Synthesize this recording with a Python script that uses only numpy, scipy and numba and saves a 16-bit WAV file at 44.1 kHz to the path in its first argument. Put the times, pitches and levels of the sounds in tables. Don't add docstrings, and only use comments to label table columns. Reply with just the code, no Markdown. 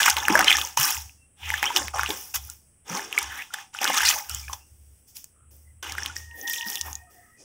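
import sys
import numpy as np
from scipy import signal
from scipy.fft import rfft, irfft
from scipy.io import wavfile
from scipy.ndimage import uniform_filter1d
from numba import njit

SR = 44100
rng = np.random.default_rng(int(sys.argv[2]) if len(sys.argv) > 2 else 0)


def transcribe(u):
    v = np.clip(np.atleast_2d(u).T, -1, 1)
    q = np.round(v * 32767).astype(np.int16)
    wavfile.write(sys.argv[1], SR, q)


N = 328099
TIME = np.arange(N) / SR

# frequency_hz, gain_db
WATER_COLOUR = [(130, -13), (200, -7), (380, 0.5), (630, -3), (760, 4.5), (1350, -7), (1650, -4.5),
                (2100, -5), (3500, 4), (4100, -7.5), (4500, -8), (5600, 2.5), (8000, -5), (12500, -4.5),
                (15300, 1.5)]


def undb(db):
    return 10 ** (np.asarray(db) / 20)


def unit(x):
    return x / np.sqrt(np.mean(x ** 2))


def add(track, s, sound):
    i = max(int(s * SR), 0)
    track[i:i + len(sound)] += sound[:max(N - i, 0)]


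def band(x, lo_hz, hi_hz, order=3):
    edges_hz = [lo_hz, min(hi_hz, SR / 2 - 1)]
    return signal.sosfilt(signal.butter(order, edges_hz, "band", fs=SR, output="sos"), x)


def colour(x, points, size=2048):
    hz, db = np.transpose(points)
    bins_hz = np.maximum(np.arange(size // 2 + 1) * SR / size, 1)
    gain_db = np.interp(np.log(bins_hz), np.log(hz), db)
    cepstrum = irfft(np.log(undb(gain_db)))
    cepstrum[1:size // 2] *= 2
    cepstrum[size // 2 + 1:] = 0
    impulse = irfft(np.exp(rfft(cepstrum)))
    return signal.fftconvolve(x, impulse)[:N]


def walk(rate_per_s):
    knots = rng.standard_normal(N // 100)
    return unit(np.interp(TIME * rate_per_s, np.arange(len(knots)), knots))


def burst(t60_s, size=16384):
    return rng.standard_normal(size) * np.exp(-np.log(1000) * np.arange(size) / SR / t60_s)


def envelope(rise_s, hold_s, t60_s):
    age = TIME[:int((rise_s + hold_s + 2 * t60_s) * SR)]
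    swell = np.clip(age / max(rise_s, 1 / SR), 0, 1) ** 2
    return swell * np.exp(-np.log(1000) * np.maximum(age - rise_s - hold_s, 0) / t60_s)


def resonance(hz, width_hz):
    low_pass = signal.butter(2, width_hz / 2, fs=SR, output="sos")
    slow = signal.sosfilt(low_pass, rng.standard_normal((2, len(hz))))
    angle = 2 * np.pi * np.cumsum(hz) / SR
    return unit(slow[0] * np.sin(angle) + slow[1] * np.cos(angle))


def echoes(x, t60_s, db, delay_s):
    tail = band(burst(t60_s, size=32768), 290, 6000, order=1)
    tail = tail / np.sqrt(np.sum(tail ** 2))
    tail = np.concatenate([np.zeros(int(delay_s * SR)), tail])
    return undb(db) * signal.fftconvolve(x, tail)[:N]


@njit
def bubbles(starts, pitches, sizes, lives, rise):
    out = np.zeros(N)
    for k in range(len(starts)):
        first = max(int(starts[k] * SR), 0)
        length = int(lives[k] / pitches[k] * SR) + 2
        step, phase, top = pitches[k] / SR, 0., 1e-9
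        shape = np.empty(length)
        for i in range(length):
            shape[i] = (1 - np.exp(-1.5 * i * step)) * np.exp(-6.9 * i * step / lives[k])
            top = max(top, shape[i])
        for i in range(min(length, N - first)):
            out[first + i] += sizes[k] * shape[i] / top * np.sin(phase)
            phase += 2 * np.pi * step * (1 + rise * i / length)
    return out


def yard():
    # frequency_hz, gain_db
    yard_colour = [(30, -6), (80, 3.5), (160, -3.5), (400, -12.5), (1000, -22), (3000, -23), (4300, -44.5),
                   (7300, -25.5), (7900, -8), (10300, -13), (11000, -39), (15500, -27.5)]
    return undb(-62) * unit(colour(rng.standard_normal(N), yard_colour))


def birds():
    # start_s, length_s, pitch_hz, level_db (before the swell), width_hz
    bird_calls = [(1.166, 0.12, 2700, -67, 30), (5.33, 0.16, 1300, -69, 200), (5.64, 0.1, 2000, -69, 120),
                  (6.41, .09, 800, -51, 40), (6.68, .13, 800, -53, 50), (6.88, .19, 2490, -65, 70),
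                  (6.97, 0.16, 719, -60, 35), (7.14, .12, 719, -59, 35), (7.06, .07, 1265, -64, 70),
                  (7.19, .17, 1280, -67, 90), (7.08, .28, 1880, -62, 220), (7.3, .1, 1950, -60, 70),
                  (7.36, .08, 2490, -67, 80)]
    out = np.zeros(N)
    for s, length_s, hz, db, width_hz in bird_calls:
        swell = np.sin(np.linspace(0, np.pi, int(length_s * SR)))
        call = resonance(np.full(len(swell), float(hz)), width_hz)
        add(out, s, undb(db) * swell * call)
    return out


def rooster(rough=0.0067, flutter_db=2.0, blur_db=-7, width_hz=110):
    # time_s, second_harmonic_db, fundamental_db
    crow_levels = [(6.16, -69, -85), (6.21, -51, -86), (6.28, -51, -70), (6.335, -40.5, -52),
                   (6.41, -50, -78), (6.485, -32.5, -49), (6.552, -42, -70), (6.59, -41.5, -45),
                   (6.635, -33, -42.5), (6.68, -41, -58), (6.77, -46, -52), (6.8, -48.5, -58),
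                   (7.0, -66.5, -77), (7.101, -100, -100)]
    crow_hz, sag_from_s, sag_hz_per_s = 930, 6.66, 50.6
    s, second_db, first_db = np.transpose(crow_levels)
    steady_hz = crow_hz - sag_hz_per_s * np.maximum(TIME - sag_from_s, 0)
    hz = steady_hz * (1 + rough * walk(120))

    def partial(hz, db):
        tone = np.sin(2 * np.pi * np.cumsum(hz) / SR) + undb(blur_db) * resonance(hz, width_hz)
        return unit(tone) * undb(np.interp(TIME, s, db, left=-np.inf, right=-np.inf))

    harmonics = partial(2 * hz, second_db) + partial(hz, first_db)
    return harmonics * undb(flutter_db * walk(30))


def tub(mode_hz=72, wander=0.043, rumble_db=-7):
    # start_s, hold_s, level_db (of the ring, without the rumble)
    tub_flexes = [(0.076, 0.074, -43), (0.3, .03, -45), (0.515, 0.021, -44.5), (0.919, 0.049, -45),
                  (1.395, 0.1, -42), (1.77, 0.21, -41), (2.325, 0.059, -43.5), (3.195, 0.019, -46.5),
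                  (3.98, 0.011, -48), (4.266, 0.18, -43), (4.648, 0.21, -55.5), (5.38, 0.36, -55),
                  (5.836, 0.4, -47), (6.775, 0.11, -46.5)]
    rise_s, t60_s, rest_db = .055, 0.44, -71.5
    hz = mode_hz * (1 + wander * walk(4.7))
    ring = np.sqrt(2) * np.sin(2 * np.pi * np.cumsum(hz) / SR)
    rumble = unit(band(rng.standard_normal(N), 62, 112))
    flex = np.full(N, undb(rest_db))
    for s, hold_s, db in tub_flexes:
        add(flex, s, undb(db) * envelope(rise_s, hold_s, t60_s))
    return (ring + undb(rumble_db) * rumble) * flex


def hollow(x):
    # frequency_hz, width_hz, gain_db
    tub_modes = [(194, 16, -0.5), (312, 14, -12.5), (768, 21, -4.5), (930, 17, -16), (1067, 12, -4),
                 (1390, 12, -6.5), (2740, 14, -6), (1555, 11, -10.5), (1626, 18, -10), (1742, 11, -5),
                 (2240, 21, -14), (2890, 13, -2.5), (3128, 42, -8), (5585, 260, -15.5)]
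    out = np.zeros(N)
    for hz, width_hz, db in tub_modes:
        out += undb(db) * band(x, hz - width_hz / 2, hz + width_hz / 2, order=1)
    return out


def drops(db=-31, spread_db=4, lo_hz=2600, hi_hz=9500, cycles=13, count=60):
    from_s, to_s = 6.47, 6.82
    when, note, size = rng.random((count, 3)).T
    starts = from_s + when * (to_s - from_s)
    pitches = lo_hz * (hi_hz / lo_hz) ** note
    sizes = undb(db - spread_db * np.log(1 - size * .97))
    patter = bubbles(starts, pitches, sizes, np.full(count, float(cycles)), 0.14)
    return colour(patter, WATER_COLOUR)


def slaps():
    # start_s, level_db (before filtering), t60_s
    slap_blows = [(0.773, -14, 0.029), (2.342, -27.5, 0.19), (3.538, -18.5, 0.033), (4.53, -23, 0.046),
                  (5.827, -28, 0.063)]
    out = np.zeros(N)
    for s, db, t60_s in slap_blows:
        add(out, s, undb(db) * burst(t60_s))
    return band(colour(out, WATER_COLOUR), 710, 11000)


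def swishes():
    # start_s, rise_s, hold_s, t60_s, level_db, first_hz, last_hz, width_hz
    hollow_glides = [(0.059, 0.015, 0.0075, 0.059, -28, 2300, 1483, 890),
                     (0.468, 0.013, 0.0036, .06, -22, 4355, 3100, 1800),
                     (1.409, 0.023, 0.054, .12, -40, 2900, 2206, 890),
                     (1.656, 0.0014, .02, .07, -26, 2920, 3200, 250),
                     (2.88, 0.065, 0.074, 0.32, -46, 1650, 1600, 600),
                     (2.932, 0.074, 0.19, .25, -52.5, 420, 389, 69.5),
                     (3.27, 0.041, .05, 0.13, -40, 1820, 1603, 447),
                     (3.353, 0.039, 0.022, 0.094, -36, 1700, 2088, 500),
                     (4.035, 0.026, 0.0073, .2, -22, 5040, 4500, 1100),
                     (4.104, 0.024, 0.022, 0.18, -44, 744, 626, 200),
                     (4.283, 0.0165, .03, .3, -46, 1471, 1296, 180),
                     (4.279, 0.017, 0.045, 0.25, -45, 2550, 3180, 400),
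                     (4.413, 0.017, 0.013, 0.15, -49.5, 2400, 2340, 200),
                     (4.52, 0.0095, .005, 0.19, -50, 1093, 1000, 250),
                     (4.583, 0.027, 0.0079, 0.18, -60.5, 2710, 2700, 130)]
    out = np.zeros(N)
    for s, rise_s, hold_s, t60_s, db, first_hz, last_hz, width_hz in hollow_glides:
        shape = envelope(rise_s, hold_s, t60_s)
        hz = np.interp(TIME[:len(shape)], [0, rise_s + hold_s], [first_hz, last_hz])
        add(out, s, undb(db) * shape * resonance(hz, width_hz))
    return out


def gulps(cycles=15, rise=0.43):
    # start_s, peak_db, pitch_hz
    air_pockets = [(0.301, -17, 294), (0.313, -23, 194), (0.35, -19, 525), (0.792, -30.5, 127),
                   (1.756, -34.5, 382), (2.1, -25, 385), (2.904, -34, 167), (2.928, -32.5, 174),
                   (3.897, -26.5, 485), (6.663, -40.5, 196)]
    s, db, hz = np.transpose(air_pockets)
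    return bubbles(s, hz, undb(db), np.full(len(s), float(cycles)), float(rise))


def plops(snap_hz=3600):
    # start_s, pitch_hz, peak_db, cycles (until silent)
    single_bubbles = [(0.0196, 1400, -13, 4.5), (0.031, 3140, -5.5, 8), (0.037, 3120, -11, 16),
                      (0.077, 1410, -13, 16), (0.104, 5700, -3, 8.7), (0.0811, 1370, -5, 12),
                      (0.0996, 7260, 0, 4.1), (0.1677, 2800, -8, 4.9), (0.2525, 2740, -15.5, 24),
                      (0.283, 1630, -2.5, 7.9), (0.354, 1640, -2, 27), (0.3917, 766, -16, 59),
                      (0.392, 2050, -3, 3.2), (0.4448, 5300, -9, 11), (0.36, 1580, -18, 18),
                      (0.376, 1520, -10.5, 14), (0.586, 3400, -16.5, 14), (0.4079, 1600, -7.5, 9.7),
                      (0.4816, 3080, -2, 38), (0.506, 2430, -3.5, 20), (0.5153, 2240, -4, 17),
                      (0.5275, 3280, -3, 16), (0.569, 6000, -5, 10), (0.6145, 3330, -12.5, 21),
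                      (0.65, 5900, -15, 26), (0.7736, 960, -12.5, 20), (0.7992, 3110, -22, 9),
                      (0.9052, 6460, -9, 15), (0.822, 5840, -19, 14), (0.837, 5530, -13, 22),
                      (0.969, 2620, -21.5, 8.7),  (1.095, 2610, -37.5, 19), (1.5031, 2030, -11, 11.2),
                      (1.5403, 1720, -11, 18), (1.6286, 1800, -7, 7.3), (1.63, 827, -22, 42),
                      (1.641, 2310, -10.5, 14), (1.704, 960, -20, 35), (1.762, 2920, -8.5, 33),
                      (1.7633, 5570, -2.5, 13), (1.771, 3380, -5, 12), (1.882, 2120, -17, 5.9),
                      (1.9574, 710, -25, 37), (1.9943, 1400, -10, 12), (2.0332, 1570, -11, 7.8),
                      (2.061, 2770, -16, 18), (2.077, 3170, -25, 11), (2.994, 1710, -22.5, 20),
                      (2.1053, 3460, -13, 14), (2.491, 1400, -44, 90), (2.4998, 7230, -17.5, 11),
                      (3.1273, 2700, -15.5, 15), (3.178, 2225, -6.5, 40), (3.187, 7700, -6.5, 6.4),
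                      (3.188, 1340, -22, 14), (3.19, 3000, -15, 6), (3.2286, 7200, -14.5, 3.8),
                      (3.422, 2600, -23.5, 23), (3.505, 1400, -40.5, 95), (3.5423, 1630, -18, 13),
                      (3.586, 1740, -29, 13), (3.7483, 1410, -24.5, 17), (3.7883, 2750, -19, 22),
                      (3.8166, 780, -24, 40), (3.8156, 6000, -14, 7.1), (3.832, 1800, -18, 9.1),
                      (3.877, 3250, -11, 9), (3.901, 780, -17, 21), (3.945, 3670, -19, 23),
                      (4.032, 1680, -12, 15), (3.8436, 5950, -5.5, 6.9), (3.8531, 1540, -10.5, 10),
                      (4.0052, 1600, -13.5, 17), (4.1026, 3300, -15, 7.2), (4.112, 2830, -11, 9),
                      (4.197, 2000, -30, 24), (4.296, 9200, -15, 4.9), (4.3474, 6900, -14, 20),
                      (4.481, 2400, -29.5, 27), (4.481, 1680, -34, 40), (4.497, 1070, -28, 33),
                      (4.532, 1004, -28, 50), (4.534, 5900, -22.5, 37), (5.1687, 10100, -21.5, 5.3),
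                      (5.243, 7100, -23, 6.6), (5.922, 5130, -18, 6.3), (5.952, 1370, -26.5, 12),
                      (5.9822, 1790, -16.5, 12), (6.024, 1780, -24.5, 22), (6.166, 5600, -18, 28),
                      (5.9836, 1620, -22.5, 47), (6.033, 5650, -18.5, 38), (6.0606, 3120, -12, 6.4),
                      (6.098, 1430, -32, 75), (6.164, 1845, -27, 53), (6.4137, 6240, -24.5, 36),
                      (6.476, 3430, -24, 50), (6.498, 12500, -11, 36), (6.533, 2390, -29.5, 62),
                      (6.312, 2740, -40, 22), (6.665, 1650, -36, 27), (6.809, 3180, -32.5, 16),
                      (6.5337, 12600, -12, 6.5), (6.701, 11900, -12.5, 5.5), (6.756, 6230, -10, 5.6),
                      (6.8124, 6100, -10, 8.9), (6.882, 1030, -31, 37), (6.93, 6500, -19.5, 19),
                      (6.9541, 6630, -17.5, 34)]
    s, hz, db, cycles = np.transpose(single_bubbles)
    snap_db = db - 9 - 3 * np.log2(cycles / 10)
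    snaps = np.zeros(N)
    for start_s, level_db in zip(s, snap_db):
        add(snaps, start_s, undb(level_db) * burst(t60_s=0.0073, size=1024))
    rings = bubbles(s, hz, undb(db), np.maximum(cycles, 1), .05)
    return rings + band(snaps, snap_hz, 16000, order=2)


def slosh_drive():
    # start_s, rise_s, hold_s, t60_s (of the babble),
    # gurgle_db, babble_db, spray_db, mist_db, pitch_hz (typical bubble)
    slosh_pushes = [(0.0, 0.0017, .09, 0.23, -54, -22.5, -26, -32, 1910),
                    (0.155, 0.0092, 0.02, 0.95, -49, -30.5, -35.5, -41, 1565),
                    (0.286, 0.009, 0.12, 0.45, -35.5, -24.5, -32.5, -43, 1416),
                    (0.449, 0.024, 0.066, 0.32, -51, -23.5, -30.5, -41, 2105),
                    (0.563, 0.015, 0.041, 0.34, -51, -35.5, -34, -35.5, 1557),
                    (0.767, 0.007, .122, 0.33, -52.5, -28.5, -26.5, -27, 1749),
                    (1.35, 0.14, 0.088, 0.43, -61.5, -36.5, -43, -46, 2200),
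                    (1.606, 0.031, 0.04, 0.39, -47.5, -31, -37.5, -44, 2028),
                    (1.707, .06, 0.016, 0.34, -39, -31, -30, -41, 1250),
                    (1.929, 0.013, .02, 0.27, -59, -30, -38.5, -52, 1050),
                    (1.966, 0.018, .09, .3, -62, -34, -38, -46, 2000),
                    (2.083, 0.0079, 0.0099, 0.32, -39, -35, -35, -37, 1600),
                    (2.14, .03, 0.038, 0.73, -63, -52, -44.5, -41, 1751),
                    (2.337, 0.0063, .015, 0.072, -72, -32.5, -30, -27.5, 1700),
                    (2.363, 0.054, 0.1, 0.26, -73, -59, -52, -48, 1986),
                    (2.838, 0.085, .05, 0.46, -42.5, -35.5, -37, -46, 1600),
                    (3.055, 0.099, .06, 0.71, -56, -38, -41, -53, 1760),
                    (3.268, .06, 0.084, .22, -62, -43, -49.5, -48, 2052),
                    (3.5, 0.04, 0.066, 0.22, -68, -44, -49, -56.5, 1600),
                    (3.723, 0.021, 0.039, 0.26, -81, -45.5, -45.5, -59, 1930),
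                    (3.791, 0.027, 0.07, 0.87, -43.5, -30, -35, -41, 1743),
                    (3.918, 0.02, 0.11, .3, -73, -27, -29, -37.5, 1996),
                    (4.029, 0.028, 0.045, 0.3, -69, -26.5, -24.5, -31, 2700),
                    (4.06, .04, .03, 0.4, -59.5, -33, -54, -31, 941),
                    (4.27, 0.031, 0.06, 0.51, -66, -47.5, -40.5, -43.5, 2156),
                    (4.473, .02, 0.047, 0.25, -65, -50.5, -51.5, -48, 1083),
                    (4.621, .05, 0.3, 1, -80, -81, -72.5, -67, 2300),
                    (5.058, 0.025, 0.011, 0.24, -85, -71.5, -57.5, -55.5, 2486),
                    (5.137, .025, 0.0091, 0.25, -74, -56, -47.5, -43.5, 3052),
                    (5.5, 0.012, 0.037, 0.55, -68.5, -74.5, -64.5, -56.5, 1800),
                    (5.824, .004, 0.066, .45, -52.5, -39.5, -45.5, -51, 1975),
                    (5.95, .03, 0.093, 0.4, -56, -42.5, -43.5, -59, 1705),
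                    (6.147, 0.011, 0.012, 0.35, -60, -50.5, -43.5, -46.5, 2400),
                    (6.307, 0.086, .05, 0.25, -51.5, -57, -52.5, -43, 2600),
                    (6.463, .012, .1, 0.27, -60, -50, -37, -39, 2700),
                    (6.644, .02, .08, 0.38, -54.5, -48.5, -40.5, -37.5, 1939),
                    (6.81, 0.049, 0.03, 0.3, -56, -44, -48, -42, 1150),
                    (7.084, 0.025, .03, 0.88, -65, -71, -64, -59, 1964),
                    (7.35, 0.052, 0.022, 0.32, -59.5, -69.5, -55.5, -74, 1885)]
    gurgle_linger, spray_linger, mist_linger = 0.89, 1.27, 1.15
    gurgle, babble, spray, mist, pitch = np.full((5, N), 1e-24)
    for s, rise_s, hold_s, t60_s, gurgle_db, babble_db, spray_db, mist_db, hz in slosh_pushes:
        def power(db, linger):
            return (undb(db) * envelope(rise_s, hold_s, t60_s * linger)) ** 2

        babble_power = power(babble_db, 1)
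        add(gurgle, s, power(gurgle_db, gurgle_linger))
        add(babble, s, babble_power)
        add(pitch, s, babble_power * np.log(hz / 2000))
        add(spray, s, power(spray_db, spray_linger))
        add(mist, s, power(mist_db, mist_linger))
    bubble_hz = 2000 * np.exp(pitch / babble)
    return np.sqrt(gurgle), np.sqrt(babble), np.sqrt(spray), np.sqrt(mist), bubble_hz


def wash(centre_hz, lo_hz, hi_hz, count=4):
    spread_octaves = 0.69
    edges = np.geomspace(lo_hz, hi_hz, count + 1)
    out = np.zeros(N)
    for lo, hi in zip(edges, edges[1:]):
        distance = np.log2(np.sqrt(lo * hi) / centre_hz) / spread_octaves
        out += unit(band(rng.standard_normal(N), lo, hi, order=2)) * np.exp(-(distance / 2) ** 2)
    return out


def cloud(gain, breaks_db, centre_hz, octaves, lo_hz, hi_hz, cycles, spread_db, wash_db, even_s, rise, count):
    when, size, life = rng.random((3, count))
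    starts = when * N / SR
    centre_hz = centre_hz * np.ones(N)
    pitches = np.interp(starts, TIME, centre_hz) * 2 ** (octaves * rng.standard_normal(count))
    pitches = np.clip(pitches, 100, SR / 2 - 2000)
    sizes = undb(-spread_db * np.log(1 - size * .98))
    x = bubbles(starts, pitches, sizes, cycles * 4 ** (life - .5), rise)
    folded_air = gain ** 2 / (gain ** 2 + undb(breaks_db) ** 2)
    x = unit(band(colour(x, WATER_COLOUR), lo_hz, hi_hz)) * folded_air
    smooth = colour(wash(centre_hz, lo_hz, hi_hz), WATER_COLOUR)
    x = x + undb(wash_db) * unit(band(smooth, lo_hz, hi_hz))
    width = int(even_s * SR)
    power = uniform_filter1d(uniform_filter1d(x ** 2, width), width)
    return gain * x / np.sqrt(np.abs(power) + 1e-12)


def sloshing():
    gurgle_gain, babble_gain, spray_gain, mist_gain, bubble_hz = slosh_drive()
    gurgle = cloud(gurgle_gain, breaks_db=-58.5, centre_hz=398, octaves=.55, lo_hz=158, hi_hz=720,
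                   cycles=31, spread_db=4.0, wash_db=-9.0, even_s=0.022, rise=0.33, count=1400)
    babble = cloud(babble_gain, breaks_db=-41, centre_hz=bubble_hz, octaves=.5, lo_hz=720, hi_hz=4380,
                   cycles=39, spread_db=4.5, wash_db=-7.5, even_s=0.018, rise=.18, count=6000)
    spray = cloud(spray_gain, breaks_db=-49, centre_hz=6840, octaves=.5, lo_hz=4297, hi_hz=10540,
                  cycles=24, spread_db=8.0, wash_db=-3, even_s=0.11, rise=0.089, count=15000)
    mist = cloud(mist_gain, breaks_db=-63.5, centre_hz=12600, octaves=0.38, lo_hz=9900, hi_hz=18400,
                 cycles=20, spread_db=9.5, wash_db=1.5, even_s=0.033, rise=.06, count=9000)
    rush = unit(band(rng.standard_normal(N), 3800, 11000, order=2)) * undb(10) * spray_gain ** 1.8
    tearing = babble_gain / (babble_gain + undb(-41))
    surge = undb(3 * walk(150) * tearing)
    churn = gurgle + surge * (babble + spray + mist + rush)
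    return churn + echoes(churn, t60_s=0.057, db=-18.0, delay_s=.0015)


def scene():
    water = sloshing() + plops() + gulps() + slaps() + swishes() + drops()
    wall = hollow(water) + echoes(water, t60_s=0.02, db=-14.5, delay_s=0.001871)
    spill = echoes(colour(water, WATER_COLOUR), t60_s=0.11, db=-22, delay_s=.012)
    calls = rooster() + birds()
    far = calls + echoes(calls, t60_s=1.06, db=-17.0, delay_s=0.056)
    return (water + wall + spill + tub() + far + yard())[None]


def record(dry):
    low_pass = signal.ellip(10, .2, 70, 15700, fs=SR, output="sos")
    return signal.sosfilt(low_pass, np.clip(dry, -1, 1))


dry = scene()
out = record(dry)
transcribe(out)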